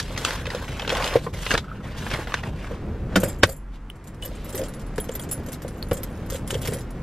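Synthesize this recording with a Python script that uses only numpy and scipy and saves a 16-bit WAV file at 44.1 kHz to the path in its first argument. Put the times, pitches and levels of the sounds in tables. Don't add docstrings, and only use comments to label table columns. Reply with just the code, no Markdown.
import sys
import numpy as np
from scipy import signal
from scipy.fft import rfft, irfft
from scipy.io import wavfile
from scipy.ndimage import uniform_filter1d

SR = 44100
rng = np.random.default_rng(int(sys.argv[2]) if len(sys.argv) > 2 else 0)


def store_pcm(level_fs):
    pcm = np.round(np.clip(level_fs, -1, 1) * 32767).astype(np.int16)
    wavfile.write(sys.argv[1], SR, np.atleast_2d(pcm).T)


N = 309876
TIME = np.arange(N) / SR
AGE = np.arange(SR // 6) / SR

# pitch_hz, level_db
DRONE_TONE = [(15, -13), (30, -13), (38, 1), (44, 5.5), (52, -5), (65, -20), (140, -16.5), (260, -23),
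              (500, -40), (1000, -31.5), (2000, -40), (4000, -57), (9000, -61), (15000, -73)]
# pitch_hz, level_db
RUMBLE_TONE = [(40, -26), (65, 4.5), (140, 0.5), (210, -3.5), (280, -9.5), (450, -13.5), (800, -24.5),
               (1500, -59)]
# time_s, level_db
RUMBLE_LEVELS = [(0, -35), (.8, -34), (2, -35), (3.2, -33), (3.48, -36.5), (3.68, -52.5), (4.15, -41.5),
                 (4.6, -39), (6.45, -34.5), (7.03, -34)]

# start_s, length_s, rise_s, rub_db, hiss_db
PAPER_PULLS = [(0, 0.19, 0.002, -41, -49), (0.16, 0.13, 0.027, -35.5, -41), (0.253, 0.09, 0.0069, -32, -39),
               (0.329, 0.082, 0.017, -36, -48.5), (0.438, 0.43, 0.078, -38.5, -49),
               (0.895, 0.25, .02, -29.5, -42.5), (0.994, 0.091, 0.042, -30, -36),
               (1.07, 0.11, .02, -39.5, -45), (1.188, 0.071, .02, -48, -51.5),
               (1.325, 0.15, 0.017, -40, -47), (1.407, 0.13, 0.014, -46, -40),
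               (1.498, 0.016, 0.0081, -34, -33.5), (1.606, 0.28, 0.022, -48.5, -66),
               (1.808, 0.2, 0.036, -42, -57), (1.96, 0.14, 0.021, -41, -44.5),
               (2.061, 0.084, 0.071, -30.5, -41), (2.17, 0.053, 0.016, -35, -47),
               (2.26, 0.13, .02, -38.5, -51.5), (2.424, 0.046, .008, -39.5, -52.5),
               (2.452, 0.28, 0.18, -42, -56.5), (2.722, 0.38, .02, -73, -88)]
# pitch_hz, level_db
RUB_TONE = [(200, -3), (380, 4.5), (520, 12.5), (700, 6.5), (1100, 7), (1280, 2), (1520, 7.5), (2100, 1.5),
            (3000, -1), (4200, -13), (6000, -17.5), (12000, -63)]
# pitch_hz, level_db
HISS_TONE = [(2000, -19), (3500, 5), (5000, -0.5), (7000, -2), (10000, -7), (13000, -8.5), (15500, -28)]
# time_s, level_db, crispness_db, pitch_hz
PAPER_SNAPS = [(.0005, -20, 17.5, 1500), (.027, -35, 24, 3200), (.149, -36, -6, 2200),
               (0.163, -30, -3, 1970), (0.1763, -22.5, 11, 1900), (.249, -14, 14.5, 1130),
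               (0.286, -30, 5, 1700), (0.323, -30, 5, 2790), (0.307, -21, 4, 1470), (0.456, -28, 2, 1110),
               (0.468, -25.5, 6, 1510), (0.503, -25.5, 9, 1700), (.549, -30.5, 14, 2670),
               (0.681, -32.5, 2, 2500), (0.719, -39, 10, 1700), (0.796, -23.5, 0.5, 2620),
               (0.82, -27, 1, 2980), (0.849, -27.5, -7, 1550), (0.8771, -21.5, 0, 2700),
               (0.8936, -19.5, 7, 2630), (0.9015, -18, 4, 3370), (.924, -25, -2, 2600),
               (.951, -25, 5, 2920), (0.969, -24.5, 2, 2000), (1.024, -22.5, 6, 2300),
               (1.042, -21.5, 11, 1190), (1.065, -28, 3, 2500), (1.076, -22.5, 9, 3060),
               (1.139, -31, 15, 3600), (1.163, -28.5, 3, 1890), (1.267, -34, -19, 1490),
               (1.339, -43, -9, 3000), (1.455, -37, 2, 1860), (1.465, -20.5, -1, 2530),
               (1.507, -15.5, 0, 1590), (1.514, -13, -1, 1480), (1.539, -19, 7, 1470),
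               (1.545, -19, -12, 1290), (1.5511, -16, -5, 1480), (1.5774, -17.5, 6, 3470),
               (1.9796, -48, 0, 2400), (2.065, -26, -17, 1550), (2.1043, -30, 8, 1100),
               (2.114, -24, -4, 2300), (2.138, -22, 3.5, 1390), (2.147, -26, -3, 1700),
               (2.158, -30, -3, 1600), (2.2724, -27.5, -8, 1450), (2.3204, -27.5, -3, 1060),
               (2.3412, -13, 5, 1570), (2.372, -34, 3, 2400), (2.4351, -28, -5, 1930),
               (2.644, -33, -12, 2260), (2.674, -38, -7, 1500)]
# pitch_hz, level_db
SNAP_TONE = [(120, -3), (300, 9), (700, 5), (1600, 6.5), (3200, 1), (5000, -6.5), (8000, -22),
             (13000, -31.5), (16000, -80)]
# pitch_ratio, level_db
FOLD_TONE = [(0.9, -7), (1, 0), (1.45, -7), (1.53, -8), (2.6, -3), (2.4, -6)]

# time_s, level_db, pitch_hz, relative_flex_db
BOX_KNOCKS = [(0.104, -31.5, 520, -14), (0.474, -28, 520, -6), (.547, -21, 499, -22), (1.156, -7, 478, -29),
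              (1.266, -25.5, 465, -14), (1.2647, -26.5, 1040, -15), (1.54, -18, 467, 1.5),
              (2.137, -37, 396, 14.5), (2.19, -24, 327, -2), (2.71, -27.5, 473, 1),
              (3.233, -16.5, 543, -4.5), (3.491, -25.5, 530, -6.5), (4.314, -35, 575, -5.5),
              (4.545, -24, 390, -16), (4.572, -36, 514, -2), (4.594, -25, 543, -4),
              (4.616, -25.5, 463, -11), (4.63, -28.5, 562, 2), (4.983, -20, 421, -5),
              (5.093, -23.5, 465, -13), (5.153, -38, 520, -5), (5.648, -25, 492, -6),
              (5.916, -15, 502, -11), (6.322, -30, 476, -1), (6.528, -22.5, 388, -14),
              (6.553, -21.5, 453, 0), (6.686, -23.5, 413, 5), (6.721, -25, 428, -3)]
# pitch_ratio, level_db
PANEL_MODES = [(0.298, -19), (.72, -6), (0.88, -6), (1, 7.5), (1.1, 3), (1.42, -8), (2.2, -10)]
# pitch_hz, level_db
THUD_TONE = [(120, 2), (300, -17.5), (500, 4.5), (700, -10), (1150, -20), (1700, -16), (5000, -41.5)]

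# time_s, level_db
SQUEAK_LEVELS = [(1.6, -71), (1.64, -49.5), (1.72, -39), (1.76, -59), (1.82, -53)]
# pitch_hz, level_db
SQUEAK_TONE = [(1000, -47.5), (1300, -2.5), (1400, -8.5), (1480, -7), (1800, -60)]
# time_s, level_db
SLEEVE_LEVELS = [(2.7, -37.5), (3.08, -40.5), (3.15, -29), (3.28, -34), (3.58, -53.5), (3.76, -50.5),
                 (3.85, -50), (4.2, -43), (4.4, -40.5), (4.62, -35), (4.8, -39), (5.2, -36), (5.8, -39.5),
                 (6.3, -37), (7.03, -39)]
# pitch_hz, level_db
CLOTH_TONE = [(250, 14), (520, 6.5), (800, 0.5), (1500, -2.5), (2200, -8), (3500, -16.5), (7000, -26),
              (14000, -42), (15700, -62)]

# time_s, clack_db, thump_db, boom_db, rise_s, decay_s
LID_HITS = [(3.1577, -13, -18, -40, 0.0038, 0.055), (3.165, -20.5, -11.5, -26, 0.0026, 0.045),
            (3.175, -26.5, -12, -25, .003, 0.035), (3.233, -26.5, -19, -39, 0.0034, 0.08),
            (3.429, -23, -40, -40, 0.0012, 0.03), (3.4332, -2.5, -12, -11, 0.0006, 0.042),
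            (5.913, -30, -21, -20, 0.00077, 0.067)]
# pitch_hz, level_db
CLACK_TONE = [(120, -13), (220, -11.5), (580, 0), (900, -7), (1150, -8), (1500, 2), (1900, -7.5),
              (2400, -8.5), (3100, -12.5), (3800, -17), (4900, -15), (8500, -24.5), (15500, -43)]
# pitch_hz, level_db, decay_s
LID_LOW_MODES = [(160, -1, 0.11), (192, 0, 0.1), (262, -6, .06), (345, 2, 0.06), (480, -3, .045),
                 (590, -6, 0.06)]
# pitch_hz, level_db, decay_s
LID_HIGH_MODES = [(660, -4, .028), (917, -3, .025), (1128, 3.5, .03), (1490, 1.5, .026), (1735, -2, .024),
                  (3084, 3, .024), (3661, -1, .022), (4450, -9, .02)]

# time_s, contact_db, ring_db, struck_name
TRINKET_CLINKS = [(3.1605, -20.5, -56, "keys"), (3.2, -53, -40, "keys"), (3.2348, -44, -33.5, "charm"),
                  (3.284, -57, -40.5, "keys"), (3.386, -70, -58, "charm"), (3.492, -41, -43, "keys"),
                  (3.5198, -46, -45, "charm"), (3.564, -65, -56, "tag"), (3.902, -59, -75, "keys"),
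                  (3.957, -55, -73, "keys"), (4.041, -52, -65, "keys"), (4.0733, -46, -56.5, "keys"),
                  (4.144, -53, -75, "keys"), (4.251, -38, -35.5, "charm"), (4.352, -47, -55, "keys"),
                  (4.4458, -49, -45.5, "charm"), (4.493, -41, -47, "tag"), (4.527, -44, -45, "keys"),
                  (4.553, -35, -35.5, "charm"), (4.577, -34, -39, "keys"), (4.637, -36, -49, "keys"),
                  (4.658, -40, -55, "keys"), (4.684, -41.5, -45.5, "tag"), (4.7377, -40.5, -51, "tag"),
                  (4.796, -45, -60, "keys"), (4.814, -45.5, -62, "keys"), (4.865, -52, -58, "tag"),
                  (4.9594, -41, -55, "tag"), (4.979, -43, -63, "charm"), (5.0012, -55, -34.5, "tag"),
                  (5.043, -42, -48, "charm"), (5.116, -43, -43, "keys"), (5.138, -48, -49, "charm"),
                  (5.152, -35, -34, "charm"), (5.196, -35, -41, "tag"), (5.215, -54, -44, "keys"),
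                  (5.237, -40, -50, "charm"), (5.2895, -42, -46.5, "keys"), (5.313, -35.5, -27, "tag"),
                  (5.326, -37, -31, "tag"), (5.434, -51, -61, "charm"), (5.463, -41, -50, "charm"),
                  (5.487, -40, -57, "charm"), (5.5197, -39, -44, "tag"), (5.53, -36, -42, "charm"),
                  (5.544, -40, -59, "tag"), (5.6197, -40, -51, "charm"), (5.68, -38.5, -50, "tag"),
                  (5.774, -59, -59, "charm"), (5.833, -52, -58, "tag"), (5.886, -54, -53, "tag"),
                  (5.914, -45, -48, "tag"), (5.931, -33.5, -37, "charm"), (5.941, -47, -43, "keys"),
                  (5.97, -40, -42, "keys"), (6.0327, -34, -34.5, "charm"), (6.262, -51, -56, "charm"),
                  (6.301, -31.5, -41.5, "charm"), (6.331, -36, -55, "keys"), (6.356, -36, -61, "keys"),
                  (6.476, -37, -41, "tag"), (6.5053, -26, -37, "keys"), (6.617, -36.5, -41, "tag"),
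                  (6.6547, -29, -46, "charm"), (6.6747, -26.5, -39, "tag"), (6.721, -39, -52, "keys"),
                  (6.735, -30.5, -38, "tag"), (6.787, -41, -49, "tag"), (6.808, -41, -59, "charm"),
                  (6.906, -47.5, -53, "tag")]
# pitch_hz, level_db, decay_s
KEY_MODES = [(3250, -10, .05), (7355, -2, .16), (7410, -1, .14), (7630, -5, .1), (7810, -7, .07),
             (8597, -7, .06)]
# pitch_hz, level_db, decay_s
CHARM_MODES = [(11550, -7, .03), (11965, -2, .035), (12260, -3, .035), (12420, 0, .055), (12650, -5, .03)]
# pitch_hz, level_db, decay_s
TAG_MODES = [(10025, -4, .12), (10114, 0, .16), (10298, -11, .05), (13695, -13, .09)]
# pitch_hz, level_db
LINK_TONE = [(900, 5), (1900, 10), (2400, 2.5), (3200, 7), (4200, 3), (5200, 5), (6000, 1.5), (7500, 4.5),
             (9500, 1), (11000, -10), (12300, 1.5), (13700, -14.5), (14600, -34), (16000, -51.5)]
# start_s, length_s, level_db
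CHAIN_SHAKES = [(3.167, 0.12, -45), (3.428, 0.071, -46.5), (4.027, 0.055, -67), (4.206, 0.057, -49.5),
                (4.327, 0.14, -79), (4.429, 0.13, -54), (4.515, 0.078, -42.5), (4.657, 0.14, -65),
                (4.94, 0.15, -63), (5.186, 0.021, -49), (5.313, 0.051, -53), (5.45, 0.033, -50.5),
                (5.498, 0.03, -56), (5.61, 0.58, -63.5), (5.908, 0.073, -52), (6.033, 0.3, -67),
                (6.286, 0.069, -46), (6.455, 0.18, -52), (6.61, 0.16, -47.5), (6.768, 0.032, -56)]
# pitch_hz, level_db
DRUM_TONE = [(150, -8.5), (340, -22.5), (520, 14), (640, 0.5), (850, -16.5), (2000, -13.5), (5000, -39.5)]

# start_s, length_s, rise_s, level_db
FINGER_SLIDES = [(3.709, 0.054, .05, -54.5), (4.296, 0.19, 0.02, -52.5)]
# pitch_hz, level_db
SKIN_TONE = [(1000, -11), (2500, 1.5), (3800, -1), (6000, -10), (10000, -17), (13000, -20), (15500, -36)]
# time_s, level_db, pitch_hz, decay_s, relative_grit_db
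LOCK_CLICKS = [(3.9008, -30.5, 3010, 0.011, -17), (4.225, -31, 2970, 0.086, -11),
               (4.9813, -23, 1690, 0.011, -6), (5, -37.5, 3250, .04, -14), (5.0885, -40, 6300, .005, 0),
               (5.0925, -31, 2940, 0.007, -1), (5.197, -35.5, 3280, .03, -14),
               (5.827, -25, 4290, 0.012, -20), (5.913, -29, 2900, 0.011, -10),
               (6.5067, -22, 3030, 0.019, -5), (6.543, -28, 3150, .007, 3), (6.552, -34, 3050, .01, 0),
               (6.657, -33, 2900, .006, 11), (6.663, -36, 3120, .008, 3), (6.6743, -29.5, 3440, 0.0088, 0)]
# pitch_hz, level_db
PIN_TONE = [(300, -19), (1000, 7), (1800, 5), (2400, 2), (3100, 3.5), (4500, -6.5), (8000, -7),
            (12000, -14), (14000, -16), (15500, -41)]
# start_s, length_s, level_db
KEY_TWISTS = [(6.317, 0.046, -44.5), (6.525, 0.017, -34), (6.607, 0.072, -43), (6.713, 0.036, -47)]
# pitch_hz, level_db
SLOT_TONE = [(400, -22), (1000, -6), (2000, -6), (2500, 5), (3200, 9), (4500, -4), (8000, -7), (15000, -33)]

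# pitch_hz, side_db
STEREO_WIDTH = [(30, -76), (110, -54), (220, -20), (400, -18), (700, -18), (1300, -13), (2400, -12.5),
                (4400, -6.5), (8000, -2.5), (13000, 0)]
# pitch_hz, decay_s
ECHO_DECAYS = [(100, 0.055), (500, 0.15), (3000, 0.084), (14000, 0.03)]
# pitch_hz, level_db
ECHO_TONE = [(200, -59), (700, -49.5), (2500, -8.5), (9000, 4)]

GRASP_S = 4.15


def amp(db):
    return 10 ** (np.asarray(db) / 20)


def unit(x):
    return x / np.sqrt(np.mean(x ** 2) + 1e-20)


def crest(x, size=88):
    return x / np.sqrt(uniform_filter1d(x ** 2, size).max() + 1e-20)


def look_up(table, hz):
    pitches, values = np.transpose(table)
    return np.interp(np.log(hz + 1), np.log(pitches + 1), values)


def follow(levels):
    times, db = np.transpose(levels)
    return amp(np.interp(TIME, times, db, left=-120, right=-120))


def add(mix, time_s, sound):
    part = mix[max(round(time_s * SR), 0):][:len(sound)]
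    part += sound[:len(part)]


def colour(x, tone, size=4096):
    hz = abs(np.fft.fftfreq(size, 1 / SR))
    log_gain = np.log(amp(look_up(tone, hz)))
    taps = np.fft.ifft(np.exp(np.conj(signal.hilbert(log_gain)))).real
    return signal.oaconvolve(x, taps[:size // 2])[:len(x)]


def wander(turns_per_s):
    points = rng.standard_normal(int(N / SR * 400))
    return np.interp(TIME * turns_per_s, np.arange(len(points)), points)


def gesture(start_s, length_s, rise_s, fall_s):
    age = TIME - start_s
    return np.clip(age / rise_s, 0, 1) * np.exp(-np.clip((age - length_s) / fall_s, 0, 20))


def fade(decay_s):
    return np.exp(-np.log(1000) * AGE / max(decay_s, .002))


def burst(decay_s, rise_s=0.00015):
    return rng.standard_normal(len(AGE)) * fade(decay_s) * (1 - np.exp(-AGE / rise_s))


def ring(modes, scatter_db):
    draws = rng.standard_normal((len(modes), 2))
    return sum(amp(db + scatter_db * luck) * np.sign(side) * np.sin(2 * np.pi * hz * AGE) * fade(decay_s)
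               for (hz, db, decay_s), (luck, side) in zip(modes, draws))


def stray_modes(low_hz, high_hz, decay_s, count):
    return [(low_hz + (high_hz - low_hz) * place, 0, decay_s * (.5 + length))
            for place, length in rng.random((count, 2))]


def grains(per_s, spread_db):
    sizes = amp(spread_db * np.minimum(rng.exponential(1, N), 4))
    return unit(sizes * rng.choice([-1, 1], N) * (rng.random(N) < per_s / SR))


def grit(decay_s, per_s):
    slips = burst(decay_s) * (rng.random(len(AGE)) < per_s / SR)
    slips[0] = 1.3
    return slips


def bounce(hit, gap_s, loss_db, count=2):
    taps = np.zeros(len(AGE))
    taps[0] = 1
    delays = np.cumsum(gap_s * (.5 + rng.random(count))) * SR
    taps[np.clip(delays.astype(int), 1, len(taps) - 1)] = amp(-loss_db * np.arange(1, count + 1))
    return signal.fftconvolve(hit, taps)[:len(AGE)]


def crinkle(x, depth_db):
    spectrum = signal.stft(x, nperseg=512)[2]
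    patches = uniform_filter1d(rng.standard_normal(spectrum.shape), size=6, axis=0)
    patches = unit(uniform_filter1d(patches, size=7, axis=1))
    return unit(signal.istft(spectrum * amp(depth_db * patches), nperseg=512)[1][:N])


def cabin_drone():
    return amp(-37) * unit(colour(rng.standard_normal(N), DRONE_TONE, size=16384))


def handling_rumble():
    rumble = colour(rng.standard_normal(N), RUMBLE_TONE)
    return follow(RUMBLE_LEVELS) * unit(rumble * amp(2.54 * wander(25)))


def crease(hz, crisp_db):
    slips = bounce(grit(.011, per_s=8000), gap_s=.0013, loss_db=3)
    snap = burst(decay_s=.065) + amp(15) * slips
    tilt = [(700, -0.42 * crisp_db), (2200, 0), (7000, crisp_db)]
    fold = [(hz * ratio, db) for ratio, db in FOLD_TONE]
    for tone in (SNAP_TONE, tilt, fold):
        snap = colour(snap, tone, size=1024)
    return crest(snap)


def papers(creases_per_s=110, folds=8):
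    rub_gain, hiss_gain = np.zeros((2, N))
    for start_s, length_s, rise_s, rub_db, hiss_db in PAPER_PULLS:
        pull = gesture(start_s, length_s, rise_s, fall_s=.04)
        rub_gain = np.maximum(rub_gain, amp(rub_db) * pull)
        hiss_gain = np.maximum(hiss_gain, amp(hiss_db) * pull)
    clumps = unit(amp(2.3 * wander(110)))
    rub = crinkle(colour(grains(4500, 2.7) * clumps, RUB_TONE), depth_db=2.8)
    hiss = crinkle(colour(grains(5000, 1.7) * clumps, HISS_TONE), depth_db=2)
    creases = np.zeros(N)
    for hz in np.geomspace(900, 4200, folds):
        moments = grains(creases_per_s / folds, 1.5)
        creases += signal.oaconvolve(moments, crease(hz, crisp_db=rng.uniform(-6, 6)))[:N]
    out = rub_gain * rub + hiss_gain * (hiss + amp(0.5) * unit(creases))
    for time_s, db, crisp_db, hz in PAPER_SNAPS:
        add(out, time_s, amp(db) * crease(hz, crisp_db))
    return out


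def panel(hz, decay_s=.052):
    notes = sum(amp(db) * np.sin(2 * np.pi * hz * ratio * AGE) * fade(decay_s / np.sqrt(ratio))
                for ratio, db in PANEL_MODES)
    return crest(notes * (1 - np.exp(-AGE / .0025)))


def box_knocks(flex_hz=131, flex_decay_s=0.055):
    out = np.zeros(N)
    for time_s, db, hz, flex_db in BOX_KNOCKS:
        thud = crest(colour(burst(0.088), THUD_TONE))
        knock = crest(panel(hz) + amp(-8) * thud)
        flex = crest(ring([(flex_hz, 0, flex_decay_s)], scatter_db=0))
        add(out, time_s, amp(db) * (knock + amp(flex_db) * flex))
    return out


def paper_squeak():
    return follow(SQUEAK_LEVELS) * unit(colour(grains(360, 5.3), SQUEAK_TONE))


def sleeve():
    return follow(SLEEVE_LEVELS) * unit(colour(grains(6000, 2.13), CLOTH_TONE))


def lid(boom_hz=94, boom_decay_s=0.099):
    out = np.zeros(N)
    for time_s, clack_db, thump_db, boom_db, rise_s, decay_s in LID_HITS:
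        rattle = crest(colour(burst(decay_s, rise_s), CLACK_TONE))
        clack = crest(rattle + crest(ring(LID_HIGH_MODES, scatter_db=0.46)))
        boom = crest(ring([(boom_hz, 0, boom_decay_s)], scatter_db=0))
        thump = crest(ring(LID_LOW_MODES, scatter_db=0.35))
        add(out, time_s, amp(clack_db) * clack + amp(thump_db) * thump + amp(boom_db) * boom)
    return out


def trinket_touch(modes, scatter_db, band_hz, decay_s, count, stray_db):
    own = crest(ring(modes, scatter_db))
    strays = crest(ring(stray_modes(*band_hz, decay_s, count), scatter_db=3))
    return (own + amp(stray_db) * strays) * (1 - np.exp(-AGE / .0003))


def trinket_touches(count=20):
    keys, charm, tag = [], [], []
    for _ in range(count):
        keys.append(trinket_touch(KEY_MODES, 4, (6400, 10000), decay_s=.05, count=7, stray_db=4.5))
        charm.append(trinket_touch(CHARM_MODES, 4, (10600, 13700), decay_s=.05, count=4, stray_db=-3))
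        tag.append(trinket_touch(TAG_MODES, 3, (7000, 13900), decay_s=.035, count=8, stray_db=-3))
    return {"keys": keys, "charm": charm, "tag": tag}


def metal_tick():
    tick = crest(colour(burst(0.09) + amp(13.5) * burst(0.0061), LINK_TONE, size=1024))
    link = crest(ring(stray_modes(4500, 13500, .016, count=6), scatter_db=3))
    return crest(bounce(tick + amp(-9.5) * link, gap_s=.004, loss_db=3.5))


def chatter(sounds, mean_gap_s=.004, loss_db=3.5, hits=4):
    out, time_s = np.zeros(len(AGE)), 0
    for hit, (pick, gap, size) in enumerate(rng.random((hits, 3))):
        add(out, time_s, amp(-loss_db * hit) * (.5 + size) * sounds[int(pick * len(sounds))])
        time_s += 2 * mean_gap_s * gap
    return out


def key_bunch(touches):
    out = np.zeros(N)
    for time_s, contact_db, ring_db, struck in TRINKET_CLINKS:
        held = time_s > GRASP_S
        damping = fade(.24) if held else 1
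        add(out, time_s, amp(contact_db) * metal_tick())
        for name, sounds in touches.items():
            neighbour_db = (-14.5 if held else -0.5) + rng.uniform(-1.2, 0.5)
            if name == "tag":
                neighbour_db -= 8
            db = ring_db if name == struck else ring_db + neighbour_db
            add(out, time_s, amp(db) * crest(chatter(sounds) * damping, size=1024))
    return out


def chain(touches, link_count=16, hits_per_s=260, brushes_per_s=32):
    shake = amp(-73) * (TIME > GRASP_S)
    for start_s, length_s, db in CHAIN_SHAKES:
        shake = np.maximum(shake, amp(db) * gesture(start_s, length_s, rise_s=0.037, fall_s=0.032))
    links = [ring(stray_modes(5800, 14000, .03, count=6) + stray_modes(2800, 5800, .012, count=1), 4)
             for _ in range(link_count)]
    clinks = unit(sum(signal.oaconvolve(grains(hits_per_s / link_count, 2.5), link)[:N] for link in links))
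    brushes = np.zeros(N)
    for sounds in touches.values():
        for when, pick, size in rng.random((int(brushes_per_s * N / SR), 3)):
            add(brushes, when * N / SR, size * sounds[int(pick * len(sounds))])
    slips = signal.oaconvolve(abs(grains(600, 4.5)), fade(.012))[:N] * rng.standard_normal(N)
    scrape = crinkle(colour(slips, LINK_TONE), depth_db=3.5)
    drum = unit(colour(grains(300, 4), DRUM_TONE))
    return shake * (amp(1.5) * scrape + amp(-4) * clinks + amp(-7.5) * unit(brushes) + amp(9.5) * drum)


def fingers():
    slide = sum(amp(db) * gesture(start_s, length_s, rise_s, fall_s=0.01)
                for start_s, length_s, rise_s, db in FINGER_SLIDES)
    return slide * unit(colour(grains(4000, 1.8), SKIN_TONE))


def lock_clicks():
    out = np.zeros(N)
    for time_s, db, hz, decay_s, grit_db in LOCK_CLICKS:
        modes = [(hz, 0, decay_s), (hz * 1.13, -9, decay_s * 0.48), (hz * 3.2, -6, .003)]
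        click = ring(modes, scatter_db=0.41)
        click[0] += amp(-1)
        pins = crest(colour(grit(.04, per_s=4000), PIN_TONE, size=1024))
        add(out, time_s, amp(db) * crest(crest(click) + amp(grit_db) * pins))
    return out


def key_grate():
    twist = sum(amp(db) * gesture(start_s, length_s, rise_s=0.025, fall_s=0.01)
                for start_s, length_s, db in KEY_TWISTS)
    return twist * unit(colour(grains(800, 3), SLOT_TONE))


def stereo(x, spread_s=0.013, paths=3):
    wide = rfft(x) * amp(look_up(STEREO_WIDTH, np.fft.rfftfreq(N, 1 / SR)))
    shares = np.array([wander(18) for _ in range(paths)])
    shares /= np.linalg.norm(shares, axis=0)
    leads = [unit(np.cos(np.angle(rfft(burst(spread_s), N)))) for _ in range(paths)]
    side = sum(share * irfft(1j * wide * lead, N) for share, lead in zip(shares, leads))
    return np.array([x + side, x - side])


def cabin_echo(x, delay_s=.004):
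    reflections = rng.standard_normal((2, len(AGE))) * (AGE > delay_s)
    hz, age, spectrum = signal.stft(reflections, SR, nperseg=256)
    decay = amp(-60 * age / look_up(ECHO_DECAYS, hz)[:, None])
    tail = signal.istft(spectrum * decay, SR, nperseg=256)[1]
    bright = colour(x, ECHO_TONE)
    return signal.fftconvolve(bright[None], tail / np.linalg.norm(tail[0]), axes=1)[:, :N]


def scene():
    touches = trinket_touches()
    handled = papers() + paper_squeak() + box_knocks() + lid()
    handled += lock_clicks() + key_bunch(touches) + chain(touches) + fingers() + key_grate()
    background = cabin_drone() + handling_rumble() + sleeve()
    return stereo(handled + background) + amp(-12.5) * cabin_echo(handled)


def record(dry):
    clipped = np.clip(dry, -1, 1)
    low_pass = signal.firwin(255, cutoff=15600, window=("kaiser", 9), fs=SR)
    return signal.oaconvolve(clipped, low_pass[None], "same")


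dry = scene()
out = record(dry)
store_pcm(out)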